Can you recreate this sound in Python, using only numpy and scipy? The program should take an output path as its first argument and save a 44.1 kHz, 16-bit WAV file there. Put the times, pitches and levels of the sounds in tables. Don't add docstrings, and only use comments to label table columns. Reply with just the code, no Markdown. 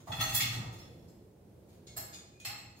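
import sys
import numpy as np
from scipy import signal
from scipy.fft import rfft, irfft, next_fast_len
from scipy.io import wavfile

SR = 44100
rng = np.random.default_rng(int(sys.argv[2]) if len(sys.argv) > 2 else 0)


def pcm_store(signal):
    levels = np.round(np.clip(np.atleast_2d(signal), -1, 1) * 32767)
    wavfile.write(sys.argv[1], SR, levels.astype(np.int16).T)


N = 123479
HIT_SAMPLES = 40960


def amp(db):
    return np.exp(np.asarray(db) * (np.log(10) / 20))


def unit(x):
    return x / np.sqrt(np.mean(x ** 2) + 1e-20)


def along(points, hz):
    point_hz, values = np.transpose(points)
    return np.interp(np.log(hz + 1), np.log(point_hz + 1), values)


def fade(t, fade_s):
    return np.exp(-np.log(1000) * np.maximum(t, 0) / fade_s)


def wobble(rate, size):
    points = rng.standard_normal(1024)
    return np.interp(np.arange(size) * rate / SR, np.arange(len(points)), points)


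def filtered(x, gain):
    size = next_fast_len(x.shape[-1] + 4096, True)
    return irfft(rfft(x, size) * gain(np.fft.rfftfreq(size, 1 / SR)), size)[..., :x.shape[-1]]


def stereo(pair, db_of):
    # frequency in Hz, how alike the two sides are (1 is the same, 0 unrelated).
    likeness = [(100, 0.97), (250, 0.91), (550, 0.62), (1200, 0.0022), (2500, 0.11), (6000, -0.092),
                (14000, 0.18)]

    def gain(hz):
        turn = np.arccos(np.clip(along(likeness, hz), -1, 1)) / 2
        return amp(db_of(hz)) * np.array([np.cos(turn), np.sin(turn)])
    mid, side = filtered(pair, gain)
    return np.array([mid + side, mid - side])


def tail(fade_times):
    hz, t, spectrum = signal.stft(rng.standard_normal((2, HIT_SAMPLES)), SR, nperseg=256)
    spectrum = spectrum * fade(t, along(fade_times, hz)[:, None])
    noise = signal.istft(spectrum, SR)[1][:, :HIT_SAMPLES]
    return unit(noise) / np.sqrt(HIT_SAMPLES)


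def add(out, start, x):
    part = out[:, max(round(start * SR), 0):][:, :x.shape[1]]
    part += x[:, :part.shape[1]]


def strike(contact, resonances, notes):
    band_hz = [900, 3000, 6800, 13000]
    # frequency in Hz, fade time in seconds.
    metal_fades = [(500, 0.81), (3400, 1), (7000, 0.9), (13000, 0.25)]
    kitchen_fades = [(200, 1), (2000, 0.7), (7000, 0.45), (14000, 0.35)]
    # frequency in Hz, level change in dB.
    bass_cut = [(60, -29.5), (250, -7.5), (450, -15), (650, -0.5)]
    out, t = np.zeros((2, N)), np.arange(HIT_SAMPLES) / SR
    start, contact_s, *band_db, ring_db = contact
    press = np.minimum(t / contact_s, 1) ** 0.45
    rattle = amp(4 * wobble(484.6, HIT_SAMPLES)) * press * fade(t - contact_s, fade_s=0.068)
    clash = unit(rattle * rng.standard_normal((2, HIT_SAMPLES))) / np.sqrt(HIT_SAMPLES)
    echo = signal.fftconvolve(clash, tail(kitchen_fades), axes=1)[:, :HIT_SAMPLES]
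    wash = clash + amp(-3) * press * tail(metal_fades) + amp(6) * echo
    wash /= np.sqrt(np.sum(wash ** 2) / (2 * SR * .06))

    def force_db(hz):
        return along(list(zip(band_hz, band_db)), hz)

    def colour_db(hz):
        peaks = sum(db * np.exp(-.5 * np.minimum(np.abs(hz - centre) / width, 10) ** 2)
                    for centre, width, db in resonances)
        return force_db(hz) + along(bass_cut, hz) + peaks
    ring = np.zeros((2, HIT_SAMPLES))
    for hz, db, fade_s in notes:
        waver_db = 3 * wobble(70, HIT_SAMPLES)
        level = amp(db + force_db(hz) - band_db[1] + waver_db) * fade(t, fade_s)
        phase = 2 * np.pi * hz * t + .6 * wobble(70, HIT_SAMPLES)
        ring += level * np.sin(np.float32(phase + rng.uniform(0, 2 * np.pi, (2, 1))))
    ring_rise = 1 - np.exp(-t / .006)
    add(out, start, amp(-2.5) * stereo(wash, colour_db) + amp(ring_db) * ring_rise * ring)
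    return out


def room_tone():
    # frequency in Hz, relative level in dB.
    rumble_shape = [(15, -70), (25, -30.5), (64, -9), (86, -3.5), (148, -7), (178, -7), (281, -14),
                    (340, -10), (378, -11.5), (482, -13.5), (1270, -34.5), (3170, -41), (15500, -44)]
    noise = unit(stereo(rng.standard_normal((2, N)), lambda hz: along(rumble_shape, hz)))
    level_db = -58.5 + 2.5 * wobble(4.5, N)
    lean_db = np.array([[-.7], [.7]])
    return amp(level_db + lean_db) * noise


def claws():
    # start and contact time in seconds; low, mid, high, top and ring levels in dB
    touches = [(-.01, 0.0042, -51.5, -62.5, -59.5, -69, -87, .5),
               (.06, 0.12, -45, -45, -48, -46.5, -72, .5), (.722, 0.017, -62, -54, -57, -58.5, -72, .5),
               (1.665, .0805, -61, -63.5, -64.5, -65.5, -90, 0),
               (1.867, 0.006, -61, -57.5, -48.5, -67, -58.5, 0.23),
               (2.126, 0.019, -51.5, -47.5, -43, -57, -54, 0.97),
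               (2.398, 0.005, -63, -53.5, -50.5, -62.5, -68, 0.59),
               (2.761, .076, -47, -73, -59, -55, -71.5, 0.67)]
    # centre in Hz, width in Hz, boost in dB.
    resonances = [(3540, 190, 6.5), (4200, 92, 7), (5060, 160, 3), (5920, 120, -6), (6700, 300, 8.5)]
    # pitch in Hz, relative dB at each of the two footholds, fade in seconds.
    foothold_notes = [(2455, -20, -7, .7), (2799, -18, -7, .55), (3430, 0, -15, .5), (3601, -12, -2, .5),
                      (3973, -4, -22, .7), (4328, -4, -20, .7), (4818, -20, -3, .57), (4930, -11, -25, .7),
                      (5130, -10, -22, .6), (6584, -14, -7, .55), (7170, -15, -11, .35)]
    out = np.zeros((2, N))
    for *contact, place in touches:
        notes = [(hz, np.interp(place, [0, 1], dbs), fade_s) for hz, *dbs, fade_s in foothold_notes]
        out += strike(contact, resonances, notes)
    return out


def rails():
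    # start and contact time in seconds; low, mid, high, top and ring levels in dB;
    # resonance strength; the frequency this spot favours in Hz; its boost in dB.
    blows = [(.072, 0.0082, -31, -60, -53.5, -72, -85, 0.59, 1070, 6.5),
             (.098, 0.013, -36.5, -82, -58, -73.5, -85.5, 1.2, 1090, 2),
             (.118, .004, -44, -41, -45, -62, -47.5, 1.74, 3380, 14),
             (.193, 0.0095, -42.5, -32, -41.5, -46.5, -36.5, 0.98, 3250, 6),
             (.206, .014, -32.5, -34.5, -33.5, -32.5, -42, 1.57, 6288, 21),
             (.285, 0.012, -46.5, -42, -40.5, -40, -58, 1.57, 4230, 8),
             (.326, 0.011, -41, -47.5, -36, -38.5, -54, 0.91, 3360, 8.5),
             (.341, 0.02, -38.5, -36, -25, -21, -42.5, 1.1, 3384, 18),
             (.399, 0.011, -41.5, -22.5, -27, -53, -46, 0.93, 2200, 8),
             (.518, 0.019, -40, -45, -42, -46.5, -65, 1.06, 4020, 10),
             (.590, 0.074, -38.5, -65, -68, -64, -82, 0.98, 2170, 13),
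             (0.784, 0.0078, -58, -52, -57, -62, -61.5, 0.39, 5386, 22)]
    # centre in Hz, width in Hz, boost in dB at strength 1.
    resonances = [(641, 9.2, 6), (825, 72, 8.5), (1260, 85, 10.5), (1913, 90, 10), (2143, 44, 4),
                  (2666, 124, 8), (3050, 63, -2), (3437, 73, 9.5), (4260, 130, 7.5), (4600, 160, -1),
                  (5260, 60, 4.5), (7570, 230, 4), (9080, 770, -4)]
    # pitch in Hz, relative level in dB, fade time in seconds.
    notes = [(643, -9, .9), (783, -10, .9), (1853, -7, 1.05), (1909, -10, .9), (2154, -12, .9),
             (2610, -4, .85), (3405, -4, .8), (3450, -6, .8), (4233, -3, .7), (4330, -6, .7),
             (5023, -14, .9), (6277, -12, .4), (7227, -15, .9), (13056, -16, .4), (13448, -16, .4)]
    out = np.zeros((2, N))
    for *contact, strength, favoured_hz, boost_db in blows:
        scaled = [(centre, width, strength * db) for centre, width, db in resonances]
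        out += strike(contact, scaled + [(favoured_hz, 60, boost_db)], notes)
    return out


def frame():
    # start in seconds, shudder level in dB, thud level in dB.
    shoves = [(0.091, -46.5, -44.5), (0.179, -38, -40), (.325, -50, -42.5), (0.421, -36.5, -41.5),
              (.490, -40, -59), (0.557, -40.5, -40.5), (.655, -43.5, -57), (1.955, -52.5, -53),
              (2.457, -53, -56.5), (2.610, -56, -58)]
    # frequency in Hz, relative level in dB.
    thud_shape = [(20, -33.5), (42, 1), (65, -3), (100, 8.5), (165, 1), (280, -5), (420, -18), (800, -22.5),
                  (2000, -89.5)]
    shudder_hz, rise_s = 119, 0.01
    t = np.arange(N) / SR
    start, shudder_db, thud_db = np.transpose(shoves)[:, :, None]
    age = np.maximum(t - start, 0)
    rise = 1 - np.exp(-age / rise_s)

    def level(db, fade_s):
        return np.linalg.norm(amp(db) * rise * fade(age, fade_s), axis=0)
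    shudder = np.sqrt(2) * np.sin(2 * np.pi * shudder_hz * t + 0.35 * wobble(24.62, N))
    thud = unit(stereo(rng.standard_normal((2, N)), lambda hz: along(thud_shape, hz)))
    return level(shudder_db, fade_s=0.53) * shudder + level(thud_db, fade_s=1) * thud


def rung():
    # start and contact time in seconds; low, mid, high, top and ring levels in dB;
    # the frequency this spot favours in Hz; its boost in dB.
    knocks = [(1.076, 0.014, -72, -77, -61.5, -75, -93, 4980, 13.5),
              (1.965, 0.01, -39.5, -45.5, -38.5, -39.5, -59, 1670, 9.5),
              (2.449, 0.0038, -44.5, -34.5, -38, -45.5, -50.5, 2630, 6.5),
              (2.494, 0.0085, -42, -42.5, -53.5, -56, -62, 4290, 14),
              (2.578, 0.0036, -59, -54.5, -53.5, -62, -63.5, 1930, 8)]
    # centre in Hz, width in Hz, boost in dB.
    resonances = [(730, 124, 8.5), (1277, 51, 8), (1940, 140, 5), (2670, 134, 6), (4240, 134, 13.5),
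                  (5210, 107, 12), (5800, 300, 0.5), (7630, 99, 18), (8530, 190, -15), (9730, 380, -12),
                  (12050, 840, 10)]
    # pitch in Hz, relative level in dB, fade time in seconds.
    notes = [(649, -6, .37), (825, 3.5, 0.95), (1970, -3, 0.88), (2154, -2, .82), (2770, -1, 0.49),
             (4255, -7, .45), (4380, -9, 0.44), (5320, -11, 0.39), (7660, -3.5, 0.24)]
    return sum(strike(contact, resonances + [(favoured_hz, 60, boost_db)], notes)
               for *contact, favoured_hz, boost_db in knocks)


def squeaks():
    # start and rise time in seconds, pitch in Hz, level in dB, fade time in seconds.
    slides = [(1.873, 0.015, 2170, -63, 0.49), (2.29, 0.076, 2452, -65.5, 0.61),
              (2.399, 0.0035, 2476, -53.5, 0.49)]
    t, out = np.arange(N) / SR, np.zeros((2, N))
    for start, rise_s, hz, db, fade_s in slides:
        level = amp(db) * np.clip((t - start) / rise_s, 0, 1) * fade(t - start - rise_s, fade_s)
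        drift = 1.23 * np.array([wobble(95, N), wobble(91, N)])
        out += level * np.sin(2 * np.pi * hz * t + drift)
    return out


def scene():
    # frequency in Hz, left minus right in dB.
    balance = [(300, -2), (800, -1.6), (1500, -3.5), (2800, 0.5), (5000, -0.5), (9000, 1), (14000, -2.5)]
    metal = rails() + rung() + claws() + squeaks()
    placed = filtered(metal, lambda hz: amp(along(balance, hz) * np.array([[.5], [-.5]])))
    return placed + frame() + room_tone()


def record(dry):
    return filtered(dry, lambda hz: hz < 15760)


dry = scene()
out = record(dry)
pcm_store(out)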